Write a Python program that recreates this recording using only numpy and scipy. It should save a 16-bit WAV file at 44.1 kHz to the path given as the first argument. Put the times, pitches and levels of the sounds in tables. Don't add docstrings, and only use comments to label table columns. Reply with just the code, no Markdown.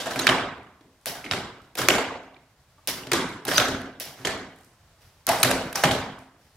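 import sys
import numpy as np
from scipy import signal
from scipy.fft import rfft, irfft, next_fast_len
from scipy.io import wavfile
from scipy.ndimage import uniform_filter1d

SR = 44100
rng = np.random.default_rng(int(sys.argv[2]) if len(sys.argv) > 2 else 0)


def bounce(signal):
    frames = np.transpose(np.atleast_2d(signal))
    limited = np.clip(frames, -1, 1)
    pcm = np.round(limited * 32767).astype(np.int16)
    wavfile.write(sys.argv[1], SR, pcm)


def linear_from_db(decibels):
    return 10 ** (np.asarray(decibels, float) / 20)


N = 289296

# [t/s, peak/dB, treble re peak/dB, f/Hz, contact/ms]
PISTONS = [(0.1916, -13, -18, 3900, 2.1), (0.2684, 5, -17, 1520, 4.2), (0.279, -4, -24, 1260, 1.07),
           (1.2514, -25, -22, 2220, 3.3), (1.312, -2.5, -22, 2100, 2.2), (1.3211, -13, -23, 1620, 4.2),
           (1.7863, -16.5, -25, 4360, 3.1), (1.8864, 7, -9, 1600, 1.6), (1.8983, -5.5, -31.5, 2760, 2.5),
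           (3.0700, -27, -28, 3470, 3.3), (3.1169, -7, -11, 1300, 4), (3.1326, -6, -33, 5000, 4.4),
           (3.483, -11, -24, 3640, 1.8), (3.5807, 6, -13, 1760, 1.8), (4.2499, -13, -25, 1500, 2.04),
           (4.2534, -12.5, -24.5, 3300, 1.8), (5.2903, -13, 3, 1310, 3.6), (5.4306, 6, -11, 3600, 1.2),
           (5.4337, -3, -3, 1250, 4), (5.5112, -11, -1.5, 2050, 4.1), (5.837, 1, -15, 1190, 4.5)]
# [t/s, peak/dB, treble re peak/dB, f/Hz, contact/ms]
VALVES = [
    (1.059, -15, 0.6, 2140, 1.2),
    (1.7534, -21.5, -5, 2360, 3.6),
    (2.8745, -9, -1, 3000, 1.12),
    (3.4519, -20, -1, 2850, 2.9),
    (4.0004, -16.5, -0.5, 4810, 1.05),
    (5.2687, -4, -5, 5500, 0.92),
    (5.728, -19.5, -5.5, 2280, 3.6),
]
# [t/s, peak/dB, treble re peak/dB]
HINGES = [(0.059, -29, -13), (0.07, -18, -15), (0.1599, -15, -13), (0.1962, -14, -7.5), (0.2177, -15, -16),
          (0.2973, -0.5, -27), (1.3354, -11, -24), (1.7718, -26, -4), (1.79, -13, -18), (1.819, -17, -7),
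          (3.1225, -5.5, -19), (3.1363, -14, -32), (3.4684, -22, -10), (3.4887, -10.5, -22),
          (3.5142, -16, -17), (3.5973, -18, -20.5), (3.8166, -27, -10), (4.2715, -12, -19),
          (5.317, -12.5, -7), (5.4316, -4.5, 1), (5.4474, -8.5, -12), (5.5145, -7, -24),
          (5.7572, -14, -1.5), (5.846, -5.5, -27), (5.856, -11, -23), (5.9166, -16, -6.5)]
HINGE_HZ, HINGE_SPREAD, HINGE_MS = 1480, 0.11, 2.5
# [t/s, peak/dB, f/Hz, contact/ms]
CLINKS = [(.277, -7, 3320, 3), (.291, -10.5, 2990, 4), (5.291, -12, 770, 18), (1.242, -26.5, 2235, 3.7),
          (1.262, -27.5, 2187, 6.8), (1.904, -7, 2760, 3), (1.982, -24, 2730, 7), (2.343, -47.5, 3400, 4.8),
          (2.364, -46, 2375, 5), (2.366, -53.5, 3750, 5), (3.599, -13, 3200, 2.7), (4.254, -23, 6800, 3),
          (4.273, -26, 6500, 3), (5.756, -16, 5500, 6), (5.84, -14, 822, 15), (5.911, -14, 3390, 4)]
# [t/s, peak/dB, loudest arm f/Hz, its level re peak/dB]
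BLOWS = [(0.107, -22.5, 696, -9.5), (0.243, -22, 450, -7), (0.268, -15.5, 1340, -10.5),
         (0.289, -11.5, 1100, -4), (0.808, -49.5, 301, 1), (1.067, -22.5, 345, -16),
         (1.754, -30.5, 540, -10.5), (1.791, -17.5, 380, -9.5), (1.815, -15.5, 1460, -6),
         (1.889, -10.5, 366, -7.5), (1.901, -15, 660, -2), (1.951, -18, 610, -2), (1.982, -21, 805, -3),
         (3.068, -30.5, 374, -8), (3.452, -28, 804, -6), (3.48, -20.5, 370, -1.5), (3.58, -9, 1380, -10.5),
         (3.599, -12.5, 585, -10), (3.683, -17, 390, -8.5), (4.27, -17, 1750, -9), (5.276, -20, 646, -4),
         (5.448, -10, 574, -13.5), (5.84, -8.5, 784, -17.5), (5.851, -10.5, 577, -16),
         (6.184, -43, 860, -16)]
# [t/s, peak/dB,
# loudest arm f/Hz, its level re peak/dB]
JOLTS = [(0.0, -24.5, 3396, -5), (0.057, -24.5, 652, 0.5), (0.159, -26.5, 1420, -4),
         (0.191, -18.5, 338, -9.5), (1.151, -33, 700, -7), (1.243, -34, 334, -0.5), (1.313, -19, 775, -32),
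         (1.334, -26, 380, -4), (2.884, -27, 298, -21.5), (2.972, -31.5, 363, -9.5),
         (3.115, -20, 371, -3.5), (3.133, -13.5, 1100, -12), (3.469, -26.5, 404, -24.5),
         (3.513, -17.5, 620, -10.5), (4.06, -36, 672, -6), (4.249, -18.5, 410, -9), (5.288, -18, 734, 0),
         (5.431, -15, 1700, -7), (5.505, -19.5, 575, -3), (5.747, -37, 740, 9), (5.91, -18.5, 540, -9.5)]
BLOW_MS, JOLT_MS = 8, 28
# [f/Hz, level per Hz/dB]
WOOD = [(24, -45), (40, -16), (171, -4.5), (256, -7), (392, -8), (1270, -7.5), (2570, -12.5), (2770, -15),
        (3220, -7.5), (12800, -25.5), (16000, -50)]
# [f/Hz, level/dB, t60/s]
ARMS = [(350, -10.5, 0.12), (390, -20, 0.033), (516.3, -3, 0.043), (616.2, -3, 0.095), (744, -6.5, 0.053),
        (910, -10, 0.043), (1260, -11, 0.031), (1637, 0, 0.043), (2685, -4.5, 0.034)]
# [t/s, level/dB]
STAMPS = [(.159, -21), (.285, -15), (.848, -55.5), (1.334, -32), (1.815, -26.5), (2.884, -35.5),
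          (3.068, -30.5), (3.132, -30), (3.452, -33), (3.683, -24), (4.194, -35), (4.27, -32), (5.276, -29),
          (5.448, -18), (5.84, -17.5)]
# [f/Hz, level/dB, t60/s]
TABLE = [(127.6, -0.5, 0.16), (263.7, -5, 0.71), (374.5, -7.5, 0.37)]
TABLE_SHARE_DB = -18.5
# [t/s, peak/dB, f/Hz, t60/s]
THUMPS = [(0.277, -24, 218, 0.14), (1.067, -41, 143, 0.14), (1.313, -28, 145, 0.14),
          (1.784, -29, 170, 0.14), (1.894, -28, 183, 0.14), (1.949, -29, 205, 0.14),
          (2.882, -39, 196, 0.14), (2.969, -40, 116, 0.14), (3.117, -26, 143, 0.14),
          (3.579, -29, 178, 0.14), (3.999, -45, 218, 0.14), (4.07, -42, 151, 0.14), (4.252, -32, 170, 0.14),
          (5.275, -34, 218, 0.14), (5.431, -22, 124, 0.14), (5.844, -16, 151, 0.14),
          (6.059, -41, 213, 0.14)]
# [t/s, peak/dB, f/Hz, t60/s]
RINGS = [(.06, -31, 640, .2), (.29, -24, 335, .3), (.30, -26, 1310, .2), (1.067, -19, 600, .015),
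         (1.287, -55, 9100, .2), (1.474, -42, 3060, .02), (2.0, -36, 265, .9), (1.97, -29, 703, .4),
         (1.9, -26, 620, .15), (2.882, -17, 600, .015), (3.17, -22, 250, .08), (3.19, -23, 280, .08),
         (3.222, -23, 250, .1), (3.118, -14, 4800, .012), (3.13, -26, 335, .3), (3.295, -48, 12500, .01),
         (3.478, -26, 10200, .012), (3.485, -28, 1800, .1), (3.515, -28, 1850, .1), (3.643, -34, 9000, .01),
         (3.722, -40, 6500, .01), (3.75, -40, 6500, .01), (3.808, -46, 11000, .01), (4.009, -23, 600, .015),
         (4.272, -27, 1750, .25), (4.25, -20, 3200, .03), (4.33, -30, 200, .15), (4.197, -52, 13000, .012),
         (4.273, -36, 13000, .012), (5.276, -18, 1400, .012), (5.431, -10, 6000, .012),
         (5.845, -15, 165, .07), (5.85, -21, 264, .4), (5.29, -16, 690, .15), (5.30, -20, 834, .3),
         (5.31, -23, 899, .3), (5.33, -25, 651, .3), (5.435, -18, 9800, .012), (5.497, -21, 571, .2),
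         (5.507, -24, 9800, .012), (5.757, -28, 790, .5), (5.84, -18, 813, .3), (5.86, -24, 544, .2),
         (.07, -34, 7300, .03), (.269, -10, 3100, .015), (.2955, -10, 2900, .01), (1.904, -10, 2760, .01),
         (1.985, -20, 2730, .02), (1.12, -36, 700, .2), (.245, -32, 2600, .015), (1.8, -32, 4400, .015),
         (1.824, -30, 6500, .015)]
# [t/s, level/dB,
# rise/ms, t60/s, share of filling/0-1]
VENTS = [(0.0, -35, 1.2, 0.33, 0.95), (0.1, -34, 8, .4, 0.7), (1.0585, -28, 6, 0.34, 0),
         (6.37, -63, 36, 1.5, .3), (4.16, -45, 30, .8, .95), (1.772, -25, 5.8, 0.4, 0.53),
         (2.874, -26, 0.88, 0.34, .05), (3.472, -26, 14, 0.5, 0.53), (3.53, -29, 15, .45, .55),
         (4.0, -33.5, 1.2, 0.41, 0), (5.27, -28, 8, 1.02, .7), (5.75, -29, 5, .55, 0.75),
         (0, -80, 20, 0.62, 0.05), (1.0, -72, 16, .5, .1), (5, -57, 15, 0.73, 0.3),
         (4, -63.5, 10, 0.34, 0.09)]
# [f/Hz, level per Hz/dB]
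EXHAUST = [(59, -30), (100, -11), (302, -6.5), (648, -5), (854, -9.5), (1390, -12.5), (1950, -1.5),
           (2370, -7), (3050, -2.5), (4200, -5), (5300, -1), (6700, -9), (8600, -13), (11000, -6),
           (13500, -11), (16000, -14.5)]
# [f/Hz, level per Hz/dB]
FILL = [(59, -37.5), (100, -6.5), (930, -3), (1680, -2.5), (3320, -12.5), (5900, -13.5), (7450, -22),
        (8640, -20), (16000, -29.5)]
# [t/s, level/dB, f/Hz, length/ms, overtones per step/dB]
SQUEAKS = [
    (0.19, -25.5, 4080, 13, -21),
    (.208, -34, 6500, 27, -33.5),
    (3.552, -22, 4810, 21, -30.5),
    (3.569, -17, 6110, 19, -27),
    (3.575, -28, 12200, 6.2, -30),
    (5.397, -31, 8500, 11, -28),
    (5.413, -37, 8500, 12, -18.5),
    (5.82, -38, 6200, 17, -29),
    (2.776, -67, 291, 24, 3.5),
    (3.032, -40, 2830, 8.5, -26),
]
# [t/s, peak/dB, f/Hz]
TICKS = [(0.58, -52, 6900), (0.631, -53, 6000), (0.642, -68, 8370), (1.002, -62, 8100), (1.013, -50, 6000),
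         (1.04, -59, 7980), (1.618, -47.5, 5385), (2.235, -49.5, 4430), (3.289, -33, 6800),
         (4.168, -57, 12100), (4.561, -49, 10430), (4.587, -46, 10070), (4.61, -46, 7860),
         (4.633, -45, 5140), (4.646, -42, 8500), (6.19, -42, 7520), (6.556, -50, 6970)]
TICK_MS = 2.9
# [f/Hz, t60/s]
GARAGE = [(60, .85), (160, 0.67), (420, 0.67), (1100, 0.73), (2900, 0.6), (7700, .44), (14000, 0.26)]
# [f/Hz, level/dB]
WALLS = [(40, -3), (170, 4), (450, -2), (1200, 0.37), (3000, -2.5), (5000, -2.5), (9000, -4.5),
         (15000, -7.5)]
# [f/Hz, likeness/0-1]
SAME = [(60, 0.99), (180, 1), (550, 0.97), (1650, 0.72), (4970, 0.12), (15000, 0.35)]
# [f/Hz, level per Hz/dB]
FLOOR = [(18, -31), (42, 4), (70, -4), (141, -8), (189, -25.5), (554, -22.5), (600, -19.5), (1040, -22),
         (2830, -28.5), (5040, -29), (13300, -38.5), (16000, -41.5)]
FLOOR_DB = -60
# [f/Hz, left re right/dB, left lead/rad]
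PORTS = [(500, -.2, 0), (1400, -1.3, 0), (2800, -3, .4), (3700, 0, .9), (5500, 2, .3), (13000, -1.2, -.1)]
EDGE_HZ = 15900


def evened(x):
    return x / np.sqrt(np.mean(x ** 2) + 1e-20)


def read(points, hz):
    rows = np.transpose(points)
    return np.interp(np.log(hz + 1), np.log(rows[0] + 1), rows[1])


def add(mix, s, sound):
    part = mix[max(round(s * SR), 0):][:len(sound)]
    part += sound[:len(part)]


def coloured(x, points):
    log_gain = np.log(linear_from_db(read(points, abs(np.fft.fftfreq(4096, 1 / SR)))))
    taps = np.fft.ifft(np.exp(np.conj(signal.hilbert(log_gain)))).real[:2048]
    return signal.oaconvolve(x, taps / np.linalg.norm(taps))[:len(x)]


def ring(x, hz, width):
    r = np.exp(-np.pi * width / SR)
    y = signal.lfilter([1, 0, -1], [1, -2 * r * np.cos(2 * np.pi * hz / SR), r * r], x)
    return y / abs(y).max()


def modes(table, t, chance):
    hz, db, t60 = np.transpose(table)[..., None]
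    level, detune = chance[:, :len(table), None]
    decay = linear_from_db(db + 4.7 * level - 60 * t / t60)
    return (decay * np.sin(2 * np.pi * hz * (1 + .012 * detune) * t)).sum(0)


def crack(noise, db, treble_db, hz, ms, top_hz=8500):
    u = np.arange(len(noise)) / SR / (abs(ms) / 1000 * 0.52 + 1e-4)
    burst = noise * u * np.exp(-u ** 2 / 2)
    dull = signal.lfilter(*signal.butter(2, min(3.14 * hz, 15000), fs=SR), burst)
    body = ring(dull, hz, 0.98 * hz)
    bright = ring(ring(burst, top_hz, 9100), top_hz, 9100)
    return linear_from_db(db) * (0.56 * body + linear_from_db(treble_db) * bright)


def knocks():
    pitch = HINGE_HZ * np.exp(HINGE_SPREAD * rng.standard_normal(len(HINGES)))
    rattle = [(s, db, treble_db, hz, HINGE_MS) for (s, db, treble_db), hz in zip(HINGES, pitch)]
    snaps = [(*row, 11000) for row in VALVES]
    rows = PISTONS + snaps + rattle
    out = np.zeros(N)
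    for (s, db, treble_db, *shape), z in zip(rows, rng.standard_normal((len(rows), 1500))):
        add(out, s - .001, crack(z, db, treble_db - 1, *shape))
    return out


def clinks():
    out, t = np.zeros(N), np.arange(1500) / SR
    for (s, db, hz, ms), z in zip(CLINKS, rng.standard_normal((len(CLINKS), 1500))):
        u = t * 1000 / max(0.36 * ms, .2)
        soft = ring(z * u * np.exp(-u), hz, 0.25 * hz)
        add(out, s - .001, linear_from_db(db) * ring(soft, hz, 0.51 * hz))
    return out


def thuds():
    shake, arms, t = np.zeros(N), np.zeros(N), np.arange(4000) / SR
    rows = [(*row, BLOW_MS) for row in BLOWS] + [(*row, JOLT_MS) for row in JOLTS]
    noise = rng.standard_normal((len(rows), 4000))
    chance = rng.standard_normal((len(rows), 2, len(ARMS)))
    for (s, db, hz, arm_db, ms), z, c in zip(rows, noise, chance):
        burst = z * (1 - np.exp(-t / .0015)) * np.exp(-t * 1000 / max(ms, 1))
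        punch = 1 + 1.6 * np.exp(-t / 0.0016)
        add(shake, s, linear_from_db(db - 10) * burst * punch)
        add(arms, s, linear_from_db(db + arm_db) * ring(burst, hz, 0.17 * hz))
        add(arms, s, linear_from_db(db - 10.5) * modes(ARMS, t, c) * (1 - np.exp(-t / .002)))
    return coloured(shake, WOOD) + arms


def table_top():
    out, t = np.zeros(N), np.arange(SR // 2) / SR
    rows = STAMPS + [(row[0], row[1] + TABLE_SHARE_DB) for row in BLOWS + JOLTS]
    for (s, db), c in zip(rows, rng.standard_normal((len(rows), 2, len(TABLE)))):
        add(out, s, linear_from_db(db - 3.5) * modes(TABLE, t, c / 3) * (1 - np.exp(-t / 0.011)))
    return out


def rings():
    out, t = np.zeros(N), np.arange(SR // 2) / SR
    for s, db, hz, t60 in THUMPS + RINGS:
        level = linear_from_db(db - 60 * t / max(t60, .004)) * (1 - np.exp(-t * hz / .8))
        beat = 1 + .3 * np.sin(2 * np.pi * .035 * hz * t)
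        add(out, s, level * beat * np.sin(2 * np.pi * hz * t))
    return out


def air():
    flow, t = np.zeros((2, N)), np.arange(SR) / SR
    for s, db, ms, t60, filling in VENTS:
        jet = linear_from_db(db - 60 * t / t60) * (1 - np.exp(-t * 1000 / ms))
        add(flow[0], s, np.sqrt(1 - filling) * jet)
        add(flow[1], s, np.sqrt(filling) * jet)
    gusts = linear_from_db(1.2 * evened(uniform_filter1d(rng.standard_normal(N), 150)))
    outward, inward = flow * gusts * rng.standard_normal((2, N))
    return coloured(outward, EXHAUST) + coloured(inward, FILL)


def squeaks():
    out = np.zeros(N)
    for (s, db, hz, ms, step_db), z in zip(SQUEAKS, rng.standard_normal((len(SQUEAKS), 2, 3000))):
        size = round(ms * SR / 1000)
        waver, grip = evened(uniform_filter1d(z, 70))[:, :size]
        turns = np.cumsum(hz * (1 + .01 * waver)) / SR
        tone = np.zeros(size)
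        for k in range(4):
            if hz * (k + 1) < SR / 2:
                tone += linear_from_db(step_db * k) * np.sin(2 * np.pi * (k + 1) * turns)
        add(out, s, linear_from_db(db) * linear_from_db(3.7 * grip) * tone * signal.windows.tukey(size, .7))
    return out


def ticks():
    out = np.zeros(N)
    for (s, db, hz), z in zip(TICKS, rng.standard_normal((len(TICKS), 1500))):
        add(out, s - .001, crack(z, db, -21.5, hz, TICK_MS))
    return out


def near(x):
    hz = np.fft.rfftfreq(256, 1 / SR)
    same = np.clip(read(SAME, hz), 0, 1)
    phase = np.cumsum(rng.uniform(-3.0, 0, len(hz)))
    paths = np.sqrt((1 - same) / (1 + same)) * np.exp(1j * phase)
    side = linear_from_db(-2.5) * signal.oaconvolve(x, irfft(paths))[:N]
    return np.array([x + side, x - side])


def pair(a, b):
    hz, t, (za, zb) = signal.stft(np.array([a, b]), SR, nperseg=512, noverlap=384)
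    same = np.clip(read(SAME, hz), 0, 1)[:, None]
    mid, side = za * np.sqrt(1 + same), zb * np.sqrt(1 - same)
    return hz, t, np.array([mid + side, mid - side]) / np.sqrt(2)


def garage(x):
    hz, t, z = pair(*rng.standard_normal((2, N)))
    blur = np.exp(-((hz[:, None] - hz) / (50 + .1 * hz)) ** 2)
    power = blur / blur.sum(0) @ abs(signal.stft(x, SR, nperseg=512, noverlap=384)[2]) ** 2
    keep = linear_from_db(-120 * t[1] / read(GARAGE, hz))
    power = np.array([signal.lfilter([1 - r], [1, -r], p) for r, p in zip(keep, power)])
    late = np.pad(power, ((0, 0), (1, 0)))[:, :-1]
    power = signal.lfilter([0.04, 0.074, 0.03, 0.076], [1, -.7], late, axis=1)
    peaks_db = 1.6 * rng.standard_normal(len(hz))
    echoes_db = 0.8 * rng.standard_normal(len(t))
    flutter = linear_from_db((read(WALLS, hz) + peaks_db)[:, None] + echoes_db)
    clumps = uniform_filter1d(rng.standard_normal(power.shape), size=5, axis=0)
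    clumps = uniform_filter1d(clumps, size=6, axis=1)
    flutter = flutter * linear_from_db(2.1 * evened(clumps) - .3)
    z = z / np.sqrt(np.mean(abs(z) ** 2)) * np.sqrt(power) * flutter
    return signal.istft(z, SR, nperseg=512, noverlap=384)[1][:, :N]


def floor():
    hz, t, z = pair(*rng.standard_normal((2, N)))
    lumps = evened(uniform_filter1d(rng.standard_normal(len(t)), 16))
    rumble_db = 1.7 * lumps * (hz[:, None] < 250)
    z = z * linear_from_db(read(FLOOR, hz)[:, None] + rumble_db + 0.55 * lumps)
    return linear_from_db(FLOOR_DB) * evened(signal.istft(z, SR, nperseg=512, noverlap=384)[1][:, :N])


def ducking(x):
    power_db = 10 * np.log10(abs(uniform_filter1d((x ** 2).mean(0), 400)) + 1e-12)
    fall = np.arange(N) * 38. / SR
    held_db = np.maximum.accumulate(power_db + fall) - fall
    over_db = np.clip(held_db + 46.5, 0, 30)
    return linear_from_db(-.25 * over_db)


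def scene():
    metal, wood = knocks() + clinks(), thuds()
    table = table_top() + linear_from_db(-3) * rings()
    jets, small, tones = air(), ticks(), squeaks()
    direct = metal + wood + table + jets + small + tones
    wet = linear_from_db(-1.5) * metal + linear_from_db(4) * wood + linear_from_db(-5) * table
    wet = wet + linear_from_db(-5.5) * jets + linear_from_db(8) * small + linear_from_db(-3.5) * tones
    prop = near(direct) + garage(wet)
    return prop + linear_from_db(1.5) * ducking(prop) * floor()


def low_pass(x):
    return signal.sosfilt(signal.butter(12, 17020, fs=SR, output="sos"), x)


def record(dry):
    size = next_fast_len(N)
    hz, ports = np.fft.rfftfreq(size, 1 / SR), np.array(PORTS)
    tilt = linear_from_db(read(ports, hz) / 2) * np.exp(.5j * read(ports[:, ::2], hz))
    x = irfft(rfft(dry, size) * [tilt, 1 / tilt], size)[:, :N]
    limited = 1.1 * np.tanh(x / 1.1)
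    edge = signal.firwin(255, EDGE_HZ, window="blackman", fs=SR)
    x = signal.oaconvolve(limited, edge[None], "same")
    x = signal.lfilter(*signal.butter(2, 38, "high", fs=SR), x)
    return low_pass(x)


dry = scene()
out = record(dry)
bounce(out)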